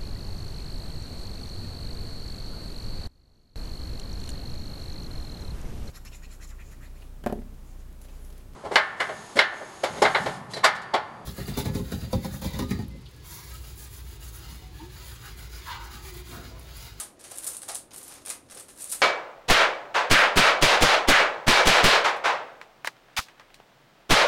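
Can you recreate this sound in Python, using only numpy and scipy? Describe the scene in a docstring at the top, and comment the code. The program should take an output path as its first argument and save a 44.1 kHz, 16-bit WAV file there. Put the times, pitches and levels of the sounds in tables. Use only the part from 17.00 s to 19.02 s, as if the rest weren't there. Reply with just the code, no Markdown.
"""In a small kitchen with hard walls, hands press aluminium foil over a roasting tin.
Creases buckle in clusters of sharp clicks over a finer crackle, and firm presses knock the tin so
that it rings. The room echoes briefly over a low hum. A nearby microphone with a bright peak
picks it all up."""
import sys
import numpy as np
from scipy import signal
from scipy.fft import rfft, irfft, next_fast_len
from scipy.io import wavfile
from scipy.ndimage import map_coordinates

SR = 44100
rng = np.random.default_rng(int(sys.argv[2]) if len(sys.argv) > 2 else 0)


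def pcm_store(signal):
    """Save signal as 16-bit PCM."""
    levels = np.round(np.clip(np.atleast_2d(signal), -1, 1) * 32767)
    wavfile.write(sys.argv[1], SR, levels.astype(np.int16).T)


N = 88993

# The tone of the kitchen's hum. Each row: frequency in Hz, relative level in dB.
HUM_TONE = [(20, -6.5), (60, -2), (100, 0.5), (175, -3), (268, 1.5), (365, 2), (450, -4), (520, 0.5),
            (900, -10), (1800, -17), (4800, -26.5), (9600, -38), (13500, -38), (15500, -40)]
# The room's echo. Each row: frequency in Hz, seconds to fade by 60 dB.
ROOM_FADE = [(500, .33), (2000, .32), (5500, .24), (10000, .22), (14000, .24)]
# The tin's own notes. Each row: pitch in Hz, relative level in dB, seconds to fade by 60 dB.
TIN_NOTES = [(390, -1.5, 0.068), (529.4, 0.5, 0.078), (686, 0, 0.046), (820, -1.5, 0.098),
             (1030, -8, 0.044), (1130, -3.5, 0.046), (1253, 0, 0.1), (1572, -7, 0.051), (2060, 0, 0.047),
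             (2520, 2.5, .05)]
# Knocks on the tin. Each row: start in seconds, relative level in dB, pitch in Hz that is favoured.
TIN_KNOCKS = [(.004, -35.5, 1230), (.316, -36.5, 620), (.467, -42, 830), (.495, -42.5, 524),
              (.63, -43, 840), (.692, -30.5, 700), (.704, -35.5, 700), (.719, -45.5, 820), (.972, -37, 388),
              (1.099, -43, 1020), (1.284, -36.5, 665), (1.301, -33.5, 2400), (1.307, -38, 1210),
              (1.56, -37, 545), (1.924, -40, 1550)]
# A click's bright part, lower body and top treble. Each row: frequency in Hz, relative level in dB.
BRIGHT_TONE = [(1500, -47.5), (2500, -23.5), (4000, -15), (5500, -16), (7000, -8.5), (8500, -2), (9600, 1),
               (11000, -7.5), (13000, -21.5), (15600, -26)]
BODY_TONE = [(250, -30.5), (450, -3.5), (700, -3), (1300, -2), (2000, -5.5), (3000, -6), (5000, -5),
             (7000, -3.5), (10000, -52.5)]
TREBLE_TONE = [(8000, -35), (10500, 0), (12000, 3.5), (14000, -4.5), (15700, -19)]
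# How the top treble comes and goes. Each row: time in seconds, level in dB against the bright part.
TREBLE_LEVELS = [(0, -13), (.25, -14), (.38, -9.5), (.5, -8.5), (.6, -25), (.76, -22), (.98, -6.5),
                 (1.14, -10), (1.3, -17), (1.55, -14), (1.8, -12), (2.02, -13)]
# How hard the hands press. Each row: time in seconds, relative crackle level in dB, body boost in dB.
HAND_PRESSURE = [(0.0, -67, 23.5), (0.12, -71, -4), (0.18, -81, 14), (0.25, -56.5, 8), (0.3, -62, -2),
                 (0.32, -56, 10), (0.36, -52, -2), (0.45, -45.5, -2.5), (0.47, -51, 0.5), (0.61, -60, -1.5),
                 (0.63, -50.5, -7), (0.68, -58, -4), (0.7, -53.5, 13), (0.77, -61, -7), (0.9, -88, -12),
                 (0.91, -64, -1), (0.97, -55.5, 1), (1.03, -51.5, 0.5), (1.16, -55, 4.5), (1.21, -67, 7.5),
                 (1.24, -57, -3), (1.3, -53.5, 12.5), (1.43, -77, 1), (1.57, -59.5, 13), (1.67, -63.5, -4),
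                 (1.76, -52, -4.5), (1.81, -53, 3.5), (1.89, -47, -6), (1.94, -49, 5), (1.98, -52.5, -5),
                 (2.02, -54, -7)]
# Buckling creases. Each row: start in seconds, relative level in dB, body boost in dB,
# after-click boost in dB. A negative boost makes that part quieter.
CREASES = [(0.0004, -19.5, -16.5, -7), (0.0042, -19.5, -17, -14), (0.0094, -24, -12.5, -13),
           (0.0185, -30, -10.5, -7), (0.0326, -31, -21, -7.5), (0.1925, -47.5, -8, -1.5),
           (0.1982, -38.5, -15.5, -7), (0.208, -38, -11, -6), (0.2404, -36, -17, -2),
           (0.2483, -37, -10.5, -5.5), (0.269, -45, -8, -3.5), (0.279, -38, -10, -9), (0.289, -43, -8, -12),
           (0.3009, -37, -11, -6), (0.3115, -31.5, -15.5, -4), (0.3155, -34, -14, -4),
           (0.357, -31.5, -24, -6.5), (0.375, -26.5, -19.5, -12), (0.3846, -19.5, -24.5, -15),
           (0.428, -34, -17, -8), (0.4348, -33, -14, -5), (0.444, -26, -23, -3.5), (0.4661, -25.5, -20, 0),
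           (0.4696, -23, -20, -10), (0.472, -25, -35, -0.5), (0.4757, -20.5, -29, -15),
           (0.4881, -19.5, -21, -13.5), (0.498, -27.5, -16.5, -7), (0.5057, -31, -21, -15),
           (0.5169, -35, -12, -5), (0.5336, -24, -18, -11.5), (0.5487, -30.5, -18, -4),
           (0.568, -23, -27, -8.5), (0.619, -26.5, -19.5, -7), (0.6322, -30, -12.5, -9),
           (0.6817, -28.5, -17, -2), (0.6879, -22.5, -8.5, -6.5), (0.6956, -29.5, -6, -5.5),
           (0.717, -22, -22, -12), (0.7467, -28.5, -30, -1), (0.7491, -23, -33, -3.5),
           (0.754, -21, -22, -6), (0.7613, -25, -27, -12), (0.7855, -39, -16, -8),
           (0.908, -48.5, -1.5, -2.5), (0.9147, -49, 0, -6), (0.9343, -38, -14.5, -2),
           (0.943, -34, -12, -7.5), (0.9614, -34, -18, -1), (0.9805, -27, -24, -9), (0.9889, -30, -31, -18),
           (1.005, -43, -23, -10), (1.03, -37, -25, -2.5), (1.036, -33.5, -22, -7),
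           (1.0471, -39.5, -15, -8), (1.0797, -31.5, -19, -5.5), (1.139, -30.5, -25, -9),
           (1.251, -40.5, -10, -1), (1.261, -22.5, -20, -12), (1.271, -35.5, -7, -1.5),
           (1.2817, -24, -23, -8.5), (1.293, -30.5, -21, -0.5), (1.3013, -19, -17, -7),
           (1.3029, -19.5, -24, -12), (1.3085, -26, -7, -14.5), (1.315, -40, -13.5, -14),
           (1.487, -55, -2, -4), (1.4992, -43, -6, -4), (1.5099, -35, -15, -4.5), (1.5211, -35, -10, -8),
           (1.5286, -39, -14, -10), (1.548, -33, -20, -4), (1.5721, -35.5, -17, -2.5),
           (1.5871, -36, -21, -2), (1.5977, -28.5, -21, -5), (1.6364, -49, -13, -7), (1.684, -38, -11, -8),
           (1.6903, -39, -7.5, -10.5), (1.7047, -40, -13, -10), (1.7756, -40, -14, -8),
           (1.7858, -33, -17, -7), (1.7993, -35, -17, -4), (1.8073, -28, -23, -3.5), (1.82, -25, -30, -6),
           (1.8418, -25, -26, -7), (1.8566, -37, -17, -16), (1.8767, -37, -20, -5), (1.8942, -28, -24, -3),
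           (1.9014, -24, -39, -5), (1.9166, -23.5, -31, 0.5), (1.923, -13, -27, -10.5),
           (1.9275, -24, -22, -9), (1.932, -22, -23, -11), (1.936, -27, -13, -11), (1.948, -27, -20, -3),
           (1.952, -32, -22, -3), (2.0021, -37.5, -12, -5)]

HUM_DB, ROOM_DB, KNOCK_DB = -57, -2.5, -6.5
CLICK_FADE_S, BODY_FADE_S = 0.0035, 0.0093  # time to fade by 60 dB
CRACKLES_PER_S, SCATTER_DB, CLUMP_DB = 4000, 4.5, 3.5
TOP_HZ = 15760


def amp(db):
    """Turn decibels into a factor to multiply by."""
    return 10 ** (np.asarray(db) / 20)


def value_at(table, hz):
    """Read between a table's rows, with frequency spaced by octaves."""
    row_hz, values = np.transpose(table)
    return np.interp(np.log(hz + 1), np.log(row_hz + 1), values)


def tone_filter(tone, size=4096):
    """Make a short filter with this tone and an energy of 1."""
    gain = amp(value_at(tone, np.fft.rfftfreq(size, 1 / SR)))
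    cepstrum = irfft(np.log(gain + 1e-5), size)
    # folding it in half makes the filter ring only after a click, never before
    folded = np.r_[cepstrum[0], 2 * cepstrum[1:size // 2], np.zeros(size // 2)]
    response = irfft(np.exp(rfft(folded)), size)[:size // 2]
    return response / np.linalg.norm(response)


def filtered(sound, response):
    """Pass each row of sound through a filter."""
    return signal.fftconvolve(sound, response, axes=-1)[..., :N]


def kitchen_hum():
    """The kitchen's steady noise, strongest in the low notes."""
    noise = rng.standard_normal(N + 4096)
    hum = signal.fftconvolve(noise, tone_filter(HUM_TONE, size=8192), "valid")[:N]
    return amp(HUM_DB) * hum / np.sqrt(np.mean(hum ** 2))


def room_echo(spots, gap_s=0.003):
    """The walls give each spot its own echo; each frequency fades at its own speed."""
    noise = rng.standard_normal((len(spots), SR // 2))
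    hz, t, spectrum = signal.stft(noise, SR, nperseg=256)
    fade = amp(-60 * t / value_at(ROOM_FADE, hz)[:, None])
    tail = signal.istft(spectrum * fade, SR, nperseg=256)[1]
    tail = np.pad(tail, ((0, 0), (round(gap_s * SR), 0)))
    return filtered(spots, tail / np.linalg.norm(tail, axis=1, keepdims=True)).sum(0)


def tin_knocks(spots=5, drop_db_per_octave=16.5, rise_s=0.00093):
    """Each knock rings all the tin's notes, favouring those near the pitch of the knocked area."""
    out = np.zeros((spots, N + SR))
    t = np.arange(SR // 4) / SR
    rise = 1 - np.exp(-t / rise_s)
    for k, (start, knock_db, favoured_hz) in enumerate(TIN_KNOCKS):
        ring = np.zeros(len(t))
        for hz, note_db, fade_s in TIN_NOTES:
            db = note_db - drop_db_per_octave * abs(np.log2(hz / favoured_hz)) + rng.normal(0, 2)
            ring += amp(db - 60 * t / fade_s) * np.sin(2 * np.pi * (hz * t + rng.random()))
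        out[k % spots, round(start * SR):][:len(t)] += amp(knock_db + KNOCK_DB) * ring * rise
    return out[:, :N]


def flutter(times, sizes, fade_s, spots=6):
    """A crease flutters in a tiny burst of noise; each burst lands on a random spot of the foil."""
    t = np.arange(round(0.006 * SR)) / SR
    spot = rng.integers(0, spots, len(times))
    samples = np.round(times * SR).astype(int)[:, None] + np.arange(len(t))
    bursts = rng.standard_normal(samples.shape) * amp(-60 * t / fade_s)
    bursts = bursts / np.linalg.norm(bursts, axis=1, keepdims=True) * sizes[:, None]
    inside = samples < N
    slots = spot[:, None] * N + samples
    return np.bincount(slots[inside], bursts[inside], spots * N).reshape(spots, N)


def foil_clicks(times, level_db, body_db):
    """Each click has a bright part, a lower body that fades more slowly, and some top treble."""
    treble_db = np.interp(times, *np.transpose(TREBLE_LEVELS))
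    parts = [(BRIGHT_TONE, 0, CLICK_FADE_S),
             (BODY_TONE, body_db, BODY_FADE_S),
             (TREBLE_TONE, treble_db, CLICK_FADE_S)]
    return sum(filtered(flutter(times, amp(level_db + db), fade_s), tone_filter(tone)[None])
               for tone, db, fade_s in parts)


def fine_crackle():
    """Thousands of small clicks come in clumps, louder as the hands press harder."""
    times = np.sort(rng.random(round(CRACKLES_PER_S * N / SR))) * N / SR
    clumps = map_coordinates(rng.standard_normal(200), [times * 70])  # 70 random levels a second
    scatter = np.clip(rng.standard_normal(len(times)), -2, 2)
    sizes = amp(SCATTER_DB * scatter + CLUMP_DB * clumps)
    sizes /= np.sqrt(np.sum(sizes ** 2) / N)
    press_s, press_db, body_db = np.transpose(HAND_PRESSURE)
    level_db = np.interp(times, press_s, press_db) + 20 * np.log10(sizes) - 1
    return foil_clicks(times, level_db, np.interp(times, press_s, body_db) - 3.5)


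def buckling_creases(clicks=16, mean_delay_s=0.005, main_lift_db=7, after_lift_db=9):
    """Each crease gives way with one main click and a thinning swarm of after-clicks."""
    start, crease_db, body_db, after_db = np.array(CREASES).T[:, :, None]
    draws = -np.log(1 - rng.random((len(CREASES), 2 * clicks)))  # mostly small, 1 on average
    delays = mean_delay_s * draws[:, :clicks]
    drop_db = 3 * draws[:, clicks:]
    is_after = np.arange(clicks) > 0
    times = start + is_after * delays
    level_db = crease_db + np.where(is_after, after_db + after_lift_db - drop_db, main_lift_db)
    return foil_clicks(times.ravel(), level_db.ravel(), np.repeat(body_db, clicks) + 7)


def scene():
    """Add up the foil, the tin, their echo and the hum in one channel."""
    spots = np.vstack([buckling_creases() + fine_crackle(), tin_knocks()])
    return (spots.sum(0) + amp(ROOM_DB) * room_echo(spots) + kitchen_hum())[None]


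def record(dry):
    """The microphone keeps nothing above its highest frequency."""
    size = next_fast_len(N + SR // 2)
    kept = np.fft.rfftfreq(size, 1 / SR) < TOP_HZ
    return irfft(rfft(dry, size) * kept, size)[:, :N]


dry = scene()
out = record(dry)
pcm_store(out)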